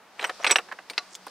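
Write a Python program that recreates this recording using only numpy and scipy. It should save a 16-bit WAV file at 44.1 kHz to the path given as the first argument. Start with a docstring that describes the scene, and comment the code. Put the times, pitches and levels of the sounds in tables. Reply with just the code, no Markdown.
"""A hand rummages in a cardboard box full of ceramic and glass shakers, close to the microphone, indoors.
Over quiet room noise, glaze first grates on glaze as many tiny slips, and a sleeve's filtered noise swells.
Shakers then knock in quick clusters: contact pulses clack, excite damped modes, scatter through the pile and
thud into the box; some leave thin high rings, and rims tick. Knocks thin out after the densest clusters.
Late on, a gritty hiss swells as a shaker slides along its neighbour and slips off; last comes a dull box knock."""
import sys
import numpy as np
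from scipy import signal
from scipy.fft import rfft, irfft
from scipy.io import wavfile

SR = 44100
rng = np.random.default_rng(int(sys.argv[2]) if len(sys.argv) > 2 else 0)


def wrap_up_sound(samples):
    """Save the sound to the file named by the first command line argument, as 16-bit audio."""
    columns = np.atleast_2d(samples).T
    # keep every value between -1 and 1, then stretch to whole-number steps
    tamed = np.clip(columns, -1, 1)
    steps = np.round(tamed * 32767).astype(np.int16)
    wavfile.write(sys.argv[1], SR, steps)


N = 57330  # length in samples

# Spectrum of the steady air noise. Each row: frequency in Hz, relative level in dB.
AIR_SPECTRUM = [(15, -56), (25, -38), (185, -12.5), (384, -7), (863, -3.5), (1740, -8.5), (16000, -35.5)]
# Rustle of the sleeve. Each row: time in seconds, level in dB.
SLEEVE_LEVEL = [(0, -85), (.15, -60), (0.348, -49.5), (.65, -54.5), (.85, -59.5), (1.03, -53.5),
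                (1.14, -56.5), (1.18, -60), (1.3, -51.5)]
# Spectrum of sliding cloth. Each row: frequency in Hz, relative level in dB.
CLOTH_SPECTRUM = [(200, -10), (1000, 1), (3000, -3), (5000, 1), (6800, -8.5), (9000, -11.5), (15000, -28.5)]
# Difference signal between the ears. Each row: frequency in Hz, level relative to the middle in dB.
SIDE_SPECTRUM = [(60, -17), (300, -22), (2000, -20), (5000, -11), (12000, -10)]
# Reverberation of the room. Each row: frequency in Hz, time to fall 60 dB in seconds.
ROOM_T60 = [(150, 1), (1000, 0.186), (4000, 0.17), (14000, 0.22)]
# Glaze grating on glaze. Each row: start in seconds, length in seconds, level at the height of the push in dB.
GRATES = [(0.181, 0.14, -40), (0.387, 0.18, -39.5)]
# Spectrum of the grating. Each row: frequency in Hz, relative level in dB.
GRATE_SPECTRUM = [(100, -19), (400, 7.5), (800, 16), (2000, 11.5), (4500, -1.5), (9000, -8), (15000, -39)]
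# Light ticks of rim on rim. Each row: start in seconds, level in dB, pitch in Hz.
TICKS = [(.2125, -33, 9800), (0.4364, -21.5, 6900), (1.267, -27.5, 10400), (1.2826, -23.5, 4600)]
# Contacts in the pile. Each row: start in seconds, clack level in dB, contact knee in Hz,
# fall above the knee in dB per octave, box thud level in dB, body that is struck.
KNOCKS = [(0.1948, -4.5, 3300, 23.5, -15.5, "pile"), (.2125, -13, 3830, 14, -15, "vase"),
          (.227, -7.5, 2970, 12, -5, "vase"), (0.2422, 3, 2070, 11, -8, "jar"),
          (0.2466, 3, 2600, 25, -16.5, "jar"), (0.2952, -2.5, 2140, 13, -8.5, "vase"),
          (.399, -12, 750, 19, -27, "pot"), (.445, 8.5, 2770, 15, -6, "pile"),
          (0.4659, 7, 3370, 18, -5, "pile"), (.473, 3, 4100, 29, -4.5, "mug"),
          (0.495, -1, 2010, 10.5, -6, "vase"), (.503, 4.5, 2640, 14, -1, "pile"),
          (.510, 9, 3840, 13, -3, "pile"), (0.523, 1.5, 3230, 21, -11, "pile"),
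          (.558, 12.5, 2750, 15.5, -3.5, "jug"), (.5850, 1.5, 2670, 13, -9, "jug"),
          (.589, -5.5, 1390, 27, -18, "pot"), (0.687, -19, 1600, 16, -21.5, "jug"),
          (0.715, -8.5, 1883, 16, -42, "bowl"), (0.7226, -7.5, 1870, 13, -18, "bowl"),
          (0.7883, -12.5, 1940, 14, -22, "jug"), (.899, -7, 4270, 13, -33, "lid"),
          (.906, -17.5, 404, 6, -22.5, "box"), (0.9344, -19, 3260, 11, -27, "mug"),
          (0.979, 6, 4210, 22.5, -10, "mug"), (1.152, -11, 6600, 15.5, -55, "cap"),
          (1.2678, -11.5, 1070, 7.5, -15.5, "box")]
# Damped modes of the bodies wedged in the pile, and of the box.
# Each row of a body: frequency in Hz, relative level in dB, time to fall 60 dB in seconds.
BODY_MODES = {"pile": [(932, 7.5, 0.049), (1170, -4.5, 0.18), (1600, -9, 0.0395), (2290, 1.5, 0.039),
              (2540, -0.5, 0.051)], "jar": [(582, 14, 0.071), (993, 17.5, 0.0457), (1530, 1.5, 0.022),
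              (1930, 3, 0.039), (3060, 15, 0.038)], "vase": [(470, 13, .06), (745, 4, .065),
              (1287, -2, .05), (1776, -3, .048), (3200, -4, .025), (4027, -4, .04)], "pot": [(700, 0, .07),
              (1281, -5, .05)], "jug": [(771, 10.5, 0.064), (1106, -3, 0.041), (1730, 10.5, 0.028),
              (2723, 8.5, 0.017), (3780, -1, 0.017)], "mug": [(716, 14.5, 0.13), (1147, 11, 0.18),
              (1437, 9, 0.12), (2060, 8, 0.055), (2690, 18.5, 0.039), (4070, 5, 0.086), (4800, -7, 0.015),
              (5040, 15.5, 0.032)], "lid": [(2300, 10, .038), (2770, 10, 0.014), (4600, -22, 0.11)],
              "bowl": [(1077, 1, .045), (1723, 2, 0.034)], "cap": [(3470, 0, 0.016), (7300, 1.5, 0.0099)],
              "box": [(295, 6, 0.11), (445, 3.5, 0.065), (936, -9, 0.058), (1440, -2, 0.048)]}
# Scattering among the shakers. Each row: frequency in Hz, time to fall 60 dB in seconds.
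SCATTER_T60 = [(300, 0.055), (1000, 0.044), (3000, 0.034), (14000, 0.044)]
# Spectrum of the thud in the box. Each row: frequency in Hz, relative level in dB.
BOX_SPECTRUM = [(40, -34), (120, -35), (200, -13), (280, -6), (470, 5), (740, 5), (1100, -7), (2000, -2.5),
                (6000, -49.5)]
# High rings left by some contacts. Each row: start in seconds, level in dB, shaker that rings.
CLINKS = [(.196, -27, "thin"), (.243, -11.5, "china"), (.242, -20, "thin"), (0.266, -18.5, "thin"),
          (.415, -21, "china"), (.445, -16, "glass"), (.466, -8.5, "glass"), (0.472, -9.5, "china"),
          (0.494, -9.5, "china"), (0.5109, 10, "small"), (0.513, 5, "china"), (0.514, -8.5, "glass"),
          (0.559, -1.5, "stoneware"), (.899, -21.5, "lid"), (.979, -14, "china"), (1.268, -29, "lid")]
# Free modes of the ringing shakers.
# Each row of a shaker: frequency in Hz, relative level in dB, time to fall 60 dB in seconds.
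RING_MODES = {"china": [(5735, 0, .055), (6021, -10, .06)], "glass": [(8089, 0, .125), (8857, -8, .11),
              (9884, -4, .07), (13430, -25, .12)], "thin": [(8200, 0, .06), (9130, -3, .025),
              (11990, -14, .08)], "small": [(7775, -9, .025), (7937, 0, .033), (12230, -26, .035)],
              "stoneware": [(5421, -1, .04), (5712, 1, .04), (6020, -2, .045), (8086, -9, .08),
              (9916, -8, .058), (13540, -25, .06)], "lid": [(5100, -3, .05), (8830, 0, .1)]}
# Position of the hand in the box. Each row: time in seconds, left level minus right level in dB.
HAND_PAN = [(.3, -0.5), (.56, -1), (.75, -4), (.9, 1.5), (1.0, 0.7), (1.27, -1.5)]
# Position of each ringing shaker. Each entry: shaker, left level minus right level in dB.
RING_PAN_DB = {"china": -6, "glass": -3, "thin": -2.5, "small": -4.5, "stoneware": -3.5, "lid": -3}

AIR_DB, HUM_DB, HUM_HZ, HUM_WIDTH_HZ = -54.5, -70, 191.3, 17.4
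AMBIENT_WIDTH_DB = 9  # steady sounds are wider than the knocks
ROOM_DB = -22.5
SCRAPE_DB, SCRAPE_END_S = -47, 1.148  # level at the end, before the grit modulates it
SCRAPE_RISE_S = 0.03  # the level grows by a factor e in this time
SCRAPE_HZ, SCRAPE_WIDTH_HZ, SCRAPE_GRIT_HZ = 6600, 2500, 600
GRATE_SLIPS_PER_S = 1000
TICK_CYCLES = 9.6  # cycles in which a tick falls 60 dB
TICK_SCATTER_DB, TICK_T60_S = -11, 0.045
RISE_DB_PER_OCT, LOW_CUT_HZ = 3, 800  # contact spectrum below its knee
CRACK_DB, CRACK_CYCLES = 1, 8  # the wall flexes at the knee, falling 60 dB in this many cycles
SCATTER_DB, SCATTER_RISE_S = 8.5, 0.00064
BODY_DB = 3.5  # modes, relative to the direct pulse, as are crack and scatter
FORMANT_DB, FORMANT_WIDTH_HZ = 8, 240  # a body passes the contact best near its modes
SHADOW_HZ = 7960  # the hand shades the direct sound above this; the treble arrives by reflections
BOX_RISE_S, BOX_T60_S = 0.003, 0.063
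RING_RISE_S = 0.0034
RING_LAG_S = 0.000009  # the left side hears the rings this much later
NEIGHBOURS_DB = -11.5  # touching shakers ring along faintly
NEIGHBOURS_LOW_HZ, NEIGHBOURS_HIGH_HZ = 3300, 10500
NEIGHBOURS_T60_S = 0.03  # middling value: each partial takes 0.5 to 2 times this
EDGE_HZ = 15700


def amp(db):
    """Level law: decibels become an amplitude ratio."""
    return 10 ** (np.asarray(db) / 20)


def unit(x):
    """Energy normalisation: the mean energy per channel becomes one."""
    return x / np.sqrt(np.mean(np.sum(x ** 2, -1)) + 1e-20)


def read(points, hz):
    """Interpolation on a logarithmic frequency axis."""
    table_hz, value = np.transpose(points)
    return np.interp(np.log(hz + 1), np.log(table_hz), value)


def add(mix, start_s, sound):
    """Superposition: a sound is summed into the mix from its start time."""
    part = mix[:, max(round(start_s * SR), 0):][:, :sound.shape[-1]]
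    part += sound[..., :part.shape[-1]]


def pan(db):
    """Interaural level difference, split equally between the two channels."""
    return amp(np.array([[db], [-db]]) / 2)


def noise(size, width_db=0):
    """Partial coherence: the two sides share a middle noise, less so in the treble than in the bass."""
    mid, side = rng.standard_normal((2, size))
    side_gain = amp(width_db + read(SIDE_SPECTRUM, np.fft.rfftfreq(size, 1 / SR)))
    side = irfft(rfft(side) * side_gain, size)
    return mid + np.array([side, -side])


def colour(x, points):
    """Spectral filtering of a full-length sound, scaled to an rms of one."""
    gain = amp(read(points, np.fft.rfftfreq(N, 1 / SR)))
    return unit(irfft(rfft(x) * gain, N)) * np.sqrt(N)


def band(centre_hz, width_hz):
    """Narrow-band noise: a Gaussian resonance filters white noise, scaled to an rms of one."""
    hz = np.fft.rfftfreq(N, 1 / SR)
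    resonance = np.exp(-((hz - centre_hz) / width_hz) ** 2)
    return unit(irfft(rfft(noise(N)) * resonance, N)) * np.sqrt(N)


def pulse(db):
    """Minimum phase: the causal pulse of this spectrum whose energy arrives earliest."""
    log_gain = np.log(amp(np.maximum(db, db.max() - 100)))
    full = np.concatenate([log_gain, log_gain[-2:0:-1]])  # mirrored to negative frequencies
    response = np.fft.ifft(np.exp(np.conj(signal.hilbert(full)))).real
    return unit(response[:len(db)])


def shaped(x, db):
    """Causal filtering: a short sound is convolved with the minimum-phase pulse of a spectrum."""
    return unit(signal.fftconvolve(x, pulse(db)[None])[:, :x.shape[1]])


def tail(t60, size):
    """Reverberant decay: dense reflections in which each band dies at its own speed."""
    hz, t, z = signal.stft(noise(size), SR, nperseg=128)
    decay = amp(-60 * t / read(t60, hz)[:, None])
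    return signal.istft(z * decay, SR)[1][:, :size]


def ring(modes, t):
    """Modal superposition: a sum of exponentially damped sinusoids."""
    partials = (amp(db - 60 * t / t60) * np.sin(2 * np.pi * hz * t) for hz, db, t60 in modes)
    return unit(sum(partials))


def room_noise():
    """Stationary noise: broadband air noise with a narrow band whose beating makes a low wavering hum."""
    air = colour(noise(N, AMBIENT_WIDTH_DB), AIR_SPECTRUM)
    return amp(AIR_DB) * air + amp(HUM_DB) * band(HUM_HZ, HUM_WIDTH_HZ)


def sleeve():
    """Friction noise: cloth slides over the pile with a varying level."""
    level_db = np.interp(np.arange(N) / SR, *np.transpose(SLEEVE_LEVEL))
    return amp(level_db) * colour(noise(N, AMBIENT_WIDTH_DB), CLOTH_SPECTRUM)


def scrape():
    """Sliding friction: a lifted shaker hisses along its neighbour, swelling and gritty, until it slips off."""
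    t = np.arange(N) / SR - SCRAPE_END_S
    swell = np.exp(-abs(t) / SCRAPE_RISE_S) * (t < 0)
    grit = abs(band(0, SCRAPE_GRIT_HZ)[0])
    return amp(SCRAPE_DB) * swell * grit * band(SCRAPE_HZ, SCRAPE_WIDTH_HZ)


def grating(spread_db=-0.5):
    """Stick-slip friction: random tiny slips of glaze on glaze while the pile shifts."""
    t = np.arange(N) / SR
    happens = rng.random(N) < GRATE_SLIPS_PER_S / SR
    strength = amp(spread_db * np.minimum(rng.exponential(1, N), 3))
    slips = noise(N) * happens * strength
    push = np.zeros(N)
    for start_s, length_s, db in GRATES:
        progress = np.clip((t - start_s) / length_s, 0, 1)
        push += amp(db) * np.sqrt(abs(np.sin(np.pi * progress)))
    return push * colour(slips, GRATE_SPECTRUM)


def ticks():
    """Heavily damped resonance: rims flick past each other in tiny dry snaps, too light to shake the pile."""
    out, t = np.zeros((2, N)), np.arange(SR // 20) / SR
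    spectrum_hz = np.fft.rfftfreq(len(t), 1 / SR) + 1
    for start_s, db, hz in TICKS:
        scatter = unit(noise(len(t)) * amp(-60 * t / TICK_T60_S))
        snap = ring([(hz, 0, TICK_CYCLES / hz)], t) + amp(TICK_SCATTER_DB) * scatter
        peak_db = -10 * np.log10(1 + (np.log2(spectrum_hz / hz) * 2) ** 2)
        add(out, start_s, amp(db) * shaped(snap, peak_db))
    return out


def neighbours(t, count=14):
    """Sympathetic vibration: irregular partials of the touching shakers, fainter towards the top."""
    partials_hz = np.exp(rng.uniform(np.log(NEIGHBOURS_LOW_HZ), np.log(NEIGHBOURS_HIGH_HZ), count))
    modes = [(hz, -20 * np.log10(hz / NEIGHBOURS_LOW_HZ), NEIGHBOURS_T60_S * rng.uniform(0.5, 2))
             for hz in partials_hz]
    return ring(modes, t)


def clink(shaker):
    """Free vibration: a struck shaker rings in its high modes, and its neighbours ring along."""
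    t = np.arange(SR // 4) / SR
    ears = np.array([t - RING_LAG_S, t])
    # each contact lands elsewhere, so the modes are excited unequally
    struck = [(hz, db + rng.uniform(-2, 1.6), t60) for hz, db, t60 in RING_MODES[shaker]]
    both = ring(struck, ears) + amp(NEIGHBOURS_DB) * neighbours(ears)
    return unit(both * (1 - np.exp(-t / RING_RISE_S)))


def knock(db, knee_hz, fall, thud_db, body, size=6144):
    """Impact excitation: a contact pulse cracks, rings the body, scatters in the pile and thuds into the box."""
    t, hz = np.arange(size) / SR, np.fft.rfftfreq(size, 1 / SR) + 1
    octaves = np.log2(hz / knee_hz)
    contact = RISE_DB_PER_OCT * np.minimum(octaves, 0) - fall * np.maximum(octaves, 0)
    contact -= 20 * np.log10(1 + (LOW_CUT_HZ / hz) ** 2)
    peaks = [np.exp(-((hz - mode[0]) / FORMANT_WIDTH_HZ) ** 2) for mode in BODY_MODES[body]]
    formants = FORMANT_DB * np.max(peaks, 0)
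    shadow = -10 * np.log10(1 + (hz / SHADOW_HZ) ** 2)

    impulse = (t == 0)[None] * 1.0
    direct = shaped(impulse, contact + shadow)
    crack = shaped(ring([(knee_hz, 0, CRACK_CYCLES / knee_hz)], t)[None], contact)
    reflections = tail(SCATTER_T60, size) * (1 - np.exp(-t / SCATTER_RISE_S))
    scatter = shaped(reflections, contact + formants)
    modes = shaped(ring(BODY_MODES[body], t)[None], contact)
    clack = unit(direct + amp(CRACK_DB) * crack + amp(SCATTER_DB) * scatter + amp(BODY_DB) * modes)

    shake = noise(size) * (1 - np.exp(-t / BOX_RISE_S)) * amp(-60 * t / BOX_T60_S)
    thud = shaped(shake, read(BOX_SPECTRUM, hz))
    return amp(db) * clack + amp(thud_db) * thud


def shakers():
    """Superposed impacts: all the knocks, and the high free vibrations that some contacts leave."""
    out = np.zeros((2, N))
    for start_s, *contact in KNOCKS:
        hand_db = np.interp(start_s, *np.transpose(HAND_PAN))
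        add(out, start_s, pan(hand_db) * knock(*contact))
    for start_s, db, shaker in CLINKS:
        add(out, start_s, pan(RING_PAN_DB[shaker]) * amp(db) * clink(shaker))
    return out


def scene():
    """Direct and reverberant sound: the box of shakers in a fairly dead room, over the steady sounds."""
    near = shakers() + ticks() + grating() + scrape()
    room = signal.fftconvolve(near, unit(tail(ROOM_T60, size=SR // 2)), axes=1)[:, :N]
    return near + amp(ROOM_DB) * room + sleeve() + room_noise()


def record(dry):
    """Band limitation: a linear-phase low-pass filter sets the recorder's upper edge."""
    low_pass = signal.firwin(401, EDGE_HZ, window=("kaiser", 9), fs=SR)
    return signal.oaconvolve(dry, low_pass[None], "same")


dry = scene()
out = record(dry)
wrap_up_sound(out)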